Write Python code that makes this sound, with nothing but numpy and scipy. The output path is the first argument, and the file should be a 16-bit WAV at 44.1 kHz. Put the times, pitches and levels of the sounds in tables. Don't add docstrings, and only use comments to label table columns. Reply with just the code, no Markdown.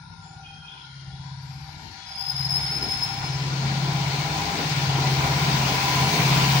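import sys
import numpy as np
from scipy import signal
from scipy.io import wavfile
from scipy.ndimage import uniform_filter1d

SR = 44100
rng = np.random.default_rng(int(sys.argv[2]) if len(sys.argv) > 2 else 0)


def wav_record(signal):
    frames = np.transpose(np.atleast_2d(signal))
    bounded = np.clip(frames, -1, 1)
    quanta = np.round(bounded * 32767).astype(np.int16)
    wavfile.write(sys.argv[1], SR, quanta)


def makeup_ratio(level_db):
    decades = np.asarray(level_db, float) / 20
    return 10 ** decades


N = 291060
T = np.arange(N) / SR

# (time [s], level against that at 4.9 s [dB])
NEARNESS = [(0, -24), (.66, -22.5), (1.1, -19), (1.45, -18.5), (1.6, -17), (2.2, -12.5), (2.6, -7),
            (3.3, -5), (4.0, -2), (4.9, 0), (5.5, 1.5), (6.3, 3.5), (6.6, 4)]


def evened(x):
    return x / np.sqrt(np.mean(abs(x) ** 2, -1, keepdims=True) + 1e-20)


def columns(rows, t):
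    s, *values = np.transpose(rows)
    return np.array([np.interp(t, s, v) for v in values])


def read(points, hz):
    f, *values = np.transpose(points)
    return np.array([np.interp(np.log(hz + 1), np.log(f + 1), v) for v in values])


def sides(pan_db):
    return makeup_ratio(np.array([[pan_db / 2], [-pan_db / 2]]))


def flutter(length, width_hz, same, order=2):
    a, b, c, d = rng.standard_normal((length + 4000, 4)).T
    same = np.clip(same, 0, 1)
    left = a + 1j * b
    z = np.array([left, same * left + np.sqrt(1 - same ** 2) * (c + 1j * d)])
    pole = np.exp(-np.pi * width_hz / SR)
    for _ in range(order):
        z = signal.lfilter([1 - pole], [1, -pole], z)
    return evened(z[:, 4000:])


def turning(hz):
    return np.exp(2j * np.pi * np.cumsum(hz) / SR)


def drift(rate_hz):
    speeds = np.geomspace(.3, rate_hz, num=8)[:, None]
    coarse = T[::441]
    swing = np.sin(2 * np.pi * (speeds * coarse + rng.random((8, 1)))).sum(0) / 2
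    return np.interp(T, coarse, swing)


def swells(rows, t):
    coarse = t[::88]
    bells = sum(db * np.exp(-abs((coarse - s) / half_s) ** 3.7) for s, half_s, db in rows)
    return np.interp(t, coarse, bells + 0 * coarse)


def layers_db():
    # (level against the near spectra [dB], growth [dB per dB of nearness], random swing [dB])
    layers = [
        (-7.5, 0.55, 1),
        (2.5, .7, 2.17),
        (2.5, 1.37, 0.8),
        (0, 1.13, 0.33),
    ]
    # (middle [s], half length [s], level [dB])
    gusts = [
        [(.8, .12, -8.5), (1.14, 0.072, 6), (1.55, 0.13, 3.5), (2.65, 0.18, -1), (4.9, 0.11, 4),
         (2.12, 0.2, -8.5), (3.58, .04, -11), (4.37, .12, 2), (4.63, .08, -2)],
        [(2.81, 0.1, 11), (2.7, 0.052, 5), (3.1, .03, 3.5), (2.1, 0.24, -6.5), (4, 0.34, 2.5), (4.7, 0.063, -5),
         (2.1, .12, -3.5)],
        [(.45, .35, 7.5), (.97, 0.075, -4), (2.61, 0.034, 2), (3.23, 0.02, 6), (3.5, .12, -3)],
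        [],
    ]
    near_db = columns(NEARNESS, T)[0]
    out = []
    for (db, growth, swing_db), layer_gusts in zip(layers, gusts):
        swing = swing_db * (1 - near_db / 30) * drift(rate_hz=7.)
        out.append(db + growth * near_db + swells(layer_gusts, T) + swing)
    out = np.array(out)
    screen_db, clear_s, clearing_s = -12, 3.25, 0.12
    out[1] += screen_db / 2 * (1 - np.tanh((T - clear_s) / clearing_s))
    return out


def exhaust(noise_db):
    # (time [s], speed [turns per second])
    crank = [(0.0, 16.85), (0.55, 16.84), (1.1, 16.88), (1.65, 16.63), (2.2, 16.55), (2.75, 16.61),
             (3.3, 16.81), (3.85, 17.0), (4.4, 17.03), (4.95, 16.98), (5.5, 16.77), (6.05, 16.84),
             (6.6, 16.81)]
    main_orders = (8, 9, 10, 13)
    # (multiple of crank speed, level against the noise layer they ride on [dB])
    weak_orders = [(3, -16), (4, 5), (5, 4.5), (6, 5.5), (7, -0.5), (11, 4.5), (12, -15), (14, -36),
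                   (15, -6), (16, -6.5), (17, -1), (18, 4.5), (19, -27), (20, -8), (22, -2), (23, -5),
                   (25, 2.5)]
    # (middle [s], half length [s], level [dB])
    fades = [
        [(.48, 0.44, -19), (1.98, 0.31, -28), (2.96, 0.34, -11.5), (4.5, 0.28, -12.5), (4.5, .07, -24),
         (5.37, 0.17, -3.5), (5.82, 0.19, -6.5), (6.14, 0.068, -17)],
        [(.08, 0.11, -8), (.86, .22, -10), (2.08, 0.255, -22), (2.55, 0.12, -5), (2.98, 0.26, -16),
         (3.68, 0.11, -8), (4.52, 0.11, -8.5), (5.05, 0.17, -1), (5.7, 0.092, -28.5), (5.9, 0.23, -12),
         (6.27, 0.038, -5), (6.47, 0.084, -3.5)],
        [(.72, 0.35, -15), (1.9, 0.46, -18), (3.1, 0.45, -10.5), (4.27, 0.17, -15), (4.95, 0.47, -10),
         (5.8, 0.22, -9)],
        [(3.7, 0.13, 17.5), (5.1, 0.081, 13), (5.55, .13, 15.5), (6.3, 0.52, 11.5)],
    ]
    main_orders_db = (-25, -31, -33.5, -54.5)
    growth = 0.78
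    turns = np.cumsum(columns(crank, T)[0]) / SR - .2
    rumble_db = noise_db[0] - 30.5
    body_db = 1.15 * noise_db[1] - 42.5
    near_db = columns(NEARNESS, T)[0]
    levels = []
    for order, db, order_fades in zip(main_orders, main_orders_db, fades):
        levels.append((order, db + growth * near_db + swells(order_fades, T) + 1.1 * drift(rate_hz=9.)))
    for order, db in weak_orders:
        carrier_db = rumble_db if order < 8 else body_db
        levels.append((round(order), db - 14.0 + carrier_db + 3.8 * drift(rate_hz=6.)))
    tone = 0
    for order, db in levels:
        pipe_lag = np.arctan((order - 8) / 1.2)
        air_lag = (.25 + .2 * abs(order - 9)) * drift(rate_hz=1.5)
        wave = np.cos(2 * np.pi * order * turns - (pipe_lag + air_lag))
        tone = tone + makeup_ratio(db) * np.sqrt(2) * wave
    return tone * sides(1.77)


def roar(noise_db):
    layer_hz = (90, 350, 850, 2600)
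    # (frequency [Hz], level [dB per Hz])
    near_left = [(25, -120), (65, -51.5), (140, -53.5), (300, -62), (540, -68.5), (800, -63.5), (1150, -66),
                 (2200, -62), (3100, -63), (4400, -59.5), (6500, -68), (8200, -82.5), (8900, -86),
                 (13600, -86.5), (15600, -70)]
    # (frequency [Hz], level [dB per Hz])
    near_right = [(200, -73.5), (300, -63), (540, -73), (900, -64), (1250, -70), (2300, -65.5),
                  (3500, -69.5), (6000, -74.5), (9800, -78), (10300, -94), (13500, -94), (15600, -88)]
    # (frequency [Hz], left [dB per dB], right [dB per dB])
    range_growth = [(200, 0.9, 1.14), (630, 1.28, 1.14), (900, 0.5, 1.14), (1150, 1.27, 1.1),
                    (1420, 0.77, 1.27), (2050, 1.05, 1.1), (2750, 1.1, 1.46), (4140, 0.86, 1.37),
                    (6670, 0.98, 1.35), (9050, 1.57, 1.5), (15200, 2, 2.2)]
    # (frequency [Hz], likeness [-1 to 1])
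    coherence = [(60, 0.98), (130, 0.83), (290, 1), (640, 0.67), (1410, -0.22), (3100, 0.19),
                 (6820, 0.0014), (15000, 0.31)]
    # (frequency [Hz], width [Hz], level [dB])
    body_rings = [
        (719, 64, 8),
        (976, 114, 9),
        (1420, 93, 4.5),
        (2260, 250, 4),
    ]
    frames = N // 256 + 5
    hz = np.fft.rfftfreq(1024, 1 / SR)
    t = np.arange(frames) * 256 / SR
    a, b, c, d, patches, flicker, wisps = rng.standard_normal((frames, 513, 7)).T
    wisps = evened(uniform_filter1d(uniform_filter1d(wisps, size=3, axis=0), size=30, axis=1))
    patches = evened(uniform_filter1d(uniform_filter1d(patches, size=12, axis=0), size=14, axis=1))
    flicker = evened(uniform_filter1d(uniform_filter1d(flicker, size=90, axis=0), size=4, axis=1))

    change_db = np.array([np.interp(t, T, db) for db in noise_db])
    change_db = np.array([np.interp(np.log(hz + 1), np.log(layer_hz), c_db) for c_db in change_db.T]).T
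    mottle_db = np.clip(-change_db / 7, .6, 3) * wisps
    near_db = np.vstack([read(near_left, hz), read(near_right, hz)])
    near_db[1, hz < 200] = near_db[0, hz < 200] - 1.5
    near_db = near_db + sum(db / (1 + (2 * (hz - f) / width) ** 2) for f, width, db in body_rings)

    same = np.clip(read(coherence, hz)[0], -1, 1)[:, None]
    left = a + 1j * b
    z = np.array([left, same * left + np.sqrt(1 - same ** 2) * (c + 1j * d)])
    growth_db = read(range_growth, hz)[..., None] * change_db
    z *= makeup_ratio(near_db[..., None] + growth_db + 0.91 * patches + 0.41 * flicker + mottle_db)
    return signal.istft(z, nperseg=1024, noverlap=768)[1][:, :N] * np.sqrt(SR / 1024)


def whines():
    # (time [s], low whine [Hz], middle whine [Hz], high whine [Hz])
    whine_hz = [(0, 798, 947, 1410), (.5, 781.5, 972, 1412), (2.2, 780, 968, 1420), (3.3, 792, 983, 1415),
                (4.4, 805, 989, 1396), (5.5, 793, 999, 1415), (6.6, 788, 995, 1405)]
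    # (rms when near [dB], growth [dB per dB of nearness])
    whine_levels = [
        (-37, 1.03),
        (-45.5, 1.07),
        (-49.5, 0.5),
    ]
    # (middle [s], half length [s], level [dB])
    whine_swells = [
        [(.42, 0.21, 13), (.98, .07, -17), (1.15, 0.049, 10), (1.36, .05, -6), (2.55, 0.063, 5.5),
         (3.23, 0.069, 6.5), (3.5, .12, -8), (5.55, 0.095, -1.5), (6.25, 0.17, -5)],
        [(.27, .07, 17), (1.3, 0.11, 3), (3.4, 0.17, 3), (5.07, 0.073, 6), (6.1, 0.64, 7.5)],
        [(.45, 0.83, 9.5), (1.7, .45, -2), (2.77, .12, 6), (6.23, .12, -10)],
    ]
    widths_hz, pans_db, likeness = (42, 6, 60), (3.5, .6, 3.), (.9, .85, .1)
    near_db = columns(NEARNESS, T)[0]
    levels_db = [db + growth * near_db + swells(rows, T) + 1.2 * drift(rate_hz=5.)
                 for (db, growth), rows in zip(whine_levels, whine_swells)]
    out = np.zeros((2, N))
    for db, hz, width, pan, same in zip(levels_db, columns(whine_hz, T), widths_hz, pans_db, likeness):
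        wobble = 7.2 / width + flutter(N, width, same)
        out += makeup_ratio(db + 1.5) * (evened(wobble) * turning(hz)).real * sides(pan)
    return out


def insects():
    # (frequency [Hz], width [Hz], level [dB], left minus right [dB], throbs [per second])
    choruses = [
        (5270, 350, -62.5, 0.5, 12),
        (9320, 630, -75, -15.5, 55),
    ]
    out = np.zeros((2, N))
    for hz, width_hz, db, pan_db, throbs_hz in choruses:
        throb = 1 + 0.14 * np.sin(2 * np.pi * throbs_hz * T + 2. * drift(rate_hz=1.4))
        song = (flutter(N, width_hz, 0.11) * turning(np.full(N, hz))).real
        out += 2 * makeup_ratio(db) * throb * song * sides(pan_db)
    return out


def squeaks():
    # (frequency [Hz], width [Hz], left minus right [dB])
    rail_modes = [(2490, 69, -7), (2860, 95, 3), (3120, 800, 12), (3210, 63, 3), (3390, 90, 7.5),
                  (3760, 73, 13), (7090, 150, 2), (7240, 180, 2), (7400, 180, -2), (11450, 370, 4)]
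    # (start [s], end [s], level [dB])
    mode_squeaks = [
        [(.415, .62, -57.5), (.62, .86, -59)],
        [(.42, .56, -63), (.6, .9, -70), (.93, 1.3, -66)],
        [(0.654, .95, -59)],
        [(0.429, 1.12, -53.5)],
        [(.21, .36, -66), (.665, .92, -55), (1.11, 1.24, -60), (1.19, 1.4, -63), (1.97, 2.45, -55.5)],
        [(0.0062, .25, -68)],
        [(.21, .4, -63.5), (1.19, 1.37, -69)],
        [(1.76, 1.93, -67)],
        [(1.433, 1.65, -70)],
        [(1.409, 2.296, -72.5)],
    ]
    out = np.zeros((2, N))
    rows = [(*row, *mode) for mode, squeaks_here in zip(rail_modes, mode_squeaks) for row in squeaks_here]
    for start_s, end_s, db, hz, width_hz, pan_db in rows:
        start, end = max(round(start_s * SR), 0), round(end_s * SR)
        length = end - start
        share = np.linspace(0, 1, length)
        shape = np.minimum(share * length / 900, 1) * (1 - share ** 2.7)
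        fuzz = evened(24.0 / width_hz + flutter(length, width_hz, 0.16))
        ring = fuzz * turning(np.full(length, hz))
        out[:, start:end] += 2.43 * makeup_ratio(db) * ring.real * shape * sides(pan_db)
    return out


def squeal_db(t):
    # (middle [s], half length [s], level [dB])
    grips = [(2.15, .025, 1.5), (3.18, 0.059, 1), (2.303, 0.012, 7.5), (2.34, 0.011, -13),
             (2.48, 0.011, -8), (2.555, 0.017, 4.5), (2.8, .016, -9), (2.83, 0.015, 2), (3.0, 0.016, -3),
             (3.034, 0.015, 7.5), (3.122, 0.013, -2), (3.293, 0.0087, -7), (3.335, .022, 2),
             (3.385, 0.022, -9.5), (3.418, 0.012, 2)]
    top_db, top_s, bite_s, let_go_s = -28.5, 2.466, 2.15, 2.99
    bite, swell, sag, let_go = 203, 18.5, 9.5, 32
    db = top_db - swell * np.maximum(top_s - t, 0) - sag * np.maximum(t - top_s, 0)
    db = db - bite * np.maximum(bite_s - t, 0) - let_go * np.maximum(t - let_go_s, 0)
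    db = db + swells(grips, t)
    return db, db - 9 + 15 * (t - top_s)


def squeal():
    # (time [s], frequency [Hz], split [Hz])
    glide = [(2.04, 5045, 0), (2.2, 5065, 30), (2.45, 5085, 35), (2.75, 5120, 28), (3.05, 5148, 15),
             (3.5, 5165, 15)]
    overtones_db = (-18, -27.5)
    steady_hz = 5220
    start, end = round(2.04 * SR), round(3.5 * SR)
    t = T[start:end]
    rising_db, steady_db = squeal_db(t)
    steady_db = steady_db - 30 * np.clip((2.435 - t) / .03, 0, 1)
    rising_db = np.maximum(rising_db, -43 - 250 * abs(t - 2.09))
    hz, split_hz = columns(glide, t)
    strands = [(rising_db - 3.0, hz - split_hz),
               (rising_db - 5.0, hz + split_hz),
               (steady_db, steady_hz + 0 * hz)]
    z = 0
    for db, pitch in strands:
        z = z + makeup_ratio(db) * evened(.3 + flutter(end - start, 55, 0, order=4)) * turning(pitch)
    pointer = z / (abs(z) + 0.0014)
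    swing = z * sides(4.2)
    swing += makeup_ratio(overtones_db[0]) * z * pointer * sides(.6)
    swing += makeup_ratio(overtones_db[1]) * z * pointer ** 2 * sides(17.0)
    out = np.zeros((2, N))
    out[:, start:end] = 1.8 * swing.real * signal.windows.tukey(end - start, .03)
    return out


def scene():
    noise_db = layers_db()
    left, right = exhaust(noise_db) + roar(noise_db) + whines()
    left_lag = 4
    train = np.array([np.pad(left, (left_lag, 0))[:N], right])
    return train + squeal() + squeaks() + insects()


def drop_masked(x):
    # (frequency [Hz], quietest kept level [dB per Hz], masking against the 3-7 kHz level [dB])
    thresholds = [(3000, -110, -45), (6000, -106, -38), (7900, -103, -27), (8600, -107, -20),
                  (10000, -105, -20), (10500, -99, -21), (12600, -98, -23), (14200, -91, -15),
                  (15200, -101, -28)]
    hz, _, z = signal.stft(x, SR, nperseg=2048, noverlap=1024, scaling="psd")
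    bands = (abs(z[:, :1024]) ** 2).reshape(2, 128, 8, -1).mean(2)
    level_db = 10 * np.log10(2 * uniform_filter1d(bands, size=3, axis=2) + 1e-20)
    hiss_db = np.median(level_db[:, 18:40], axis=1, keepdims=True)
    quiet_db, under_db = read(thresholds, hz[4:1024:8])[..., None]
    chance_db = 6 * uniform_filter1d(rng.standard_normal(level_db.shape), size=3, axis=2)
    heard = level_db > np.maximum(quiet_db, hiss_db + under_db) + chance_db
    z[:, :1024] *= np.repeat(heard, 8, 1)
    return signal.istft(z, SR, nperseg=2048, noverlap=1024, scaling="psd")[1][:, :N]


def band_limit(x):
    return signal.sosfilt(signal.butter(12, 17130, fs=SR, output="sos"), x)


def record(dry):
    hiss = makeup_ratio([[-82], [-95]]) * rng.standard_normal((N, 2)).T
    kept = drop_masked(dry) + hiss
    edge = signal.firwin(511, 15780, window=("kaiser", 9), fs=SR)
    mix = signal.oaconvolve(kept, edge[None], "same")
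    return band_limit(mix)


dry = scene()
out = record(dry)
wav_record(out)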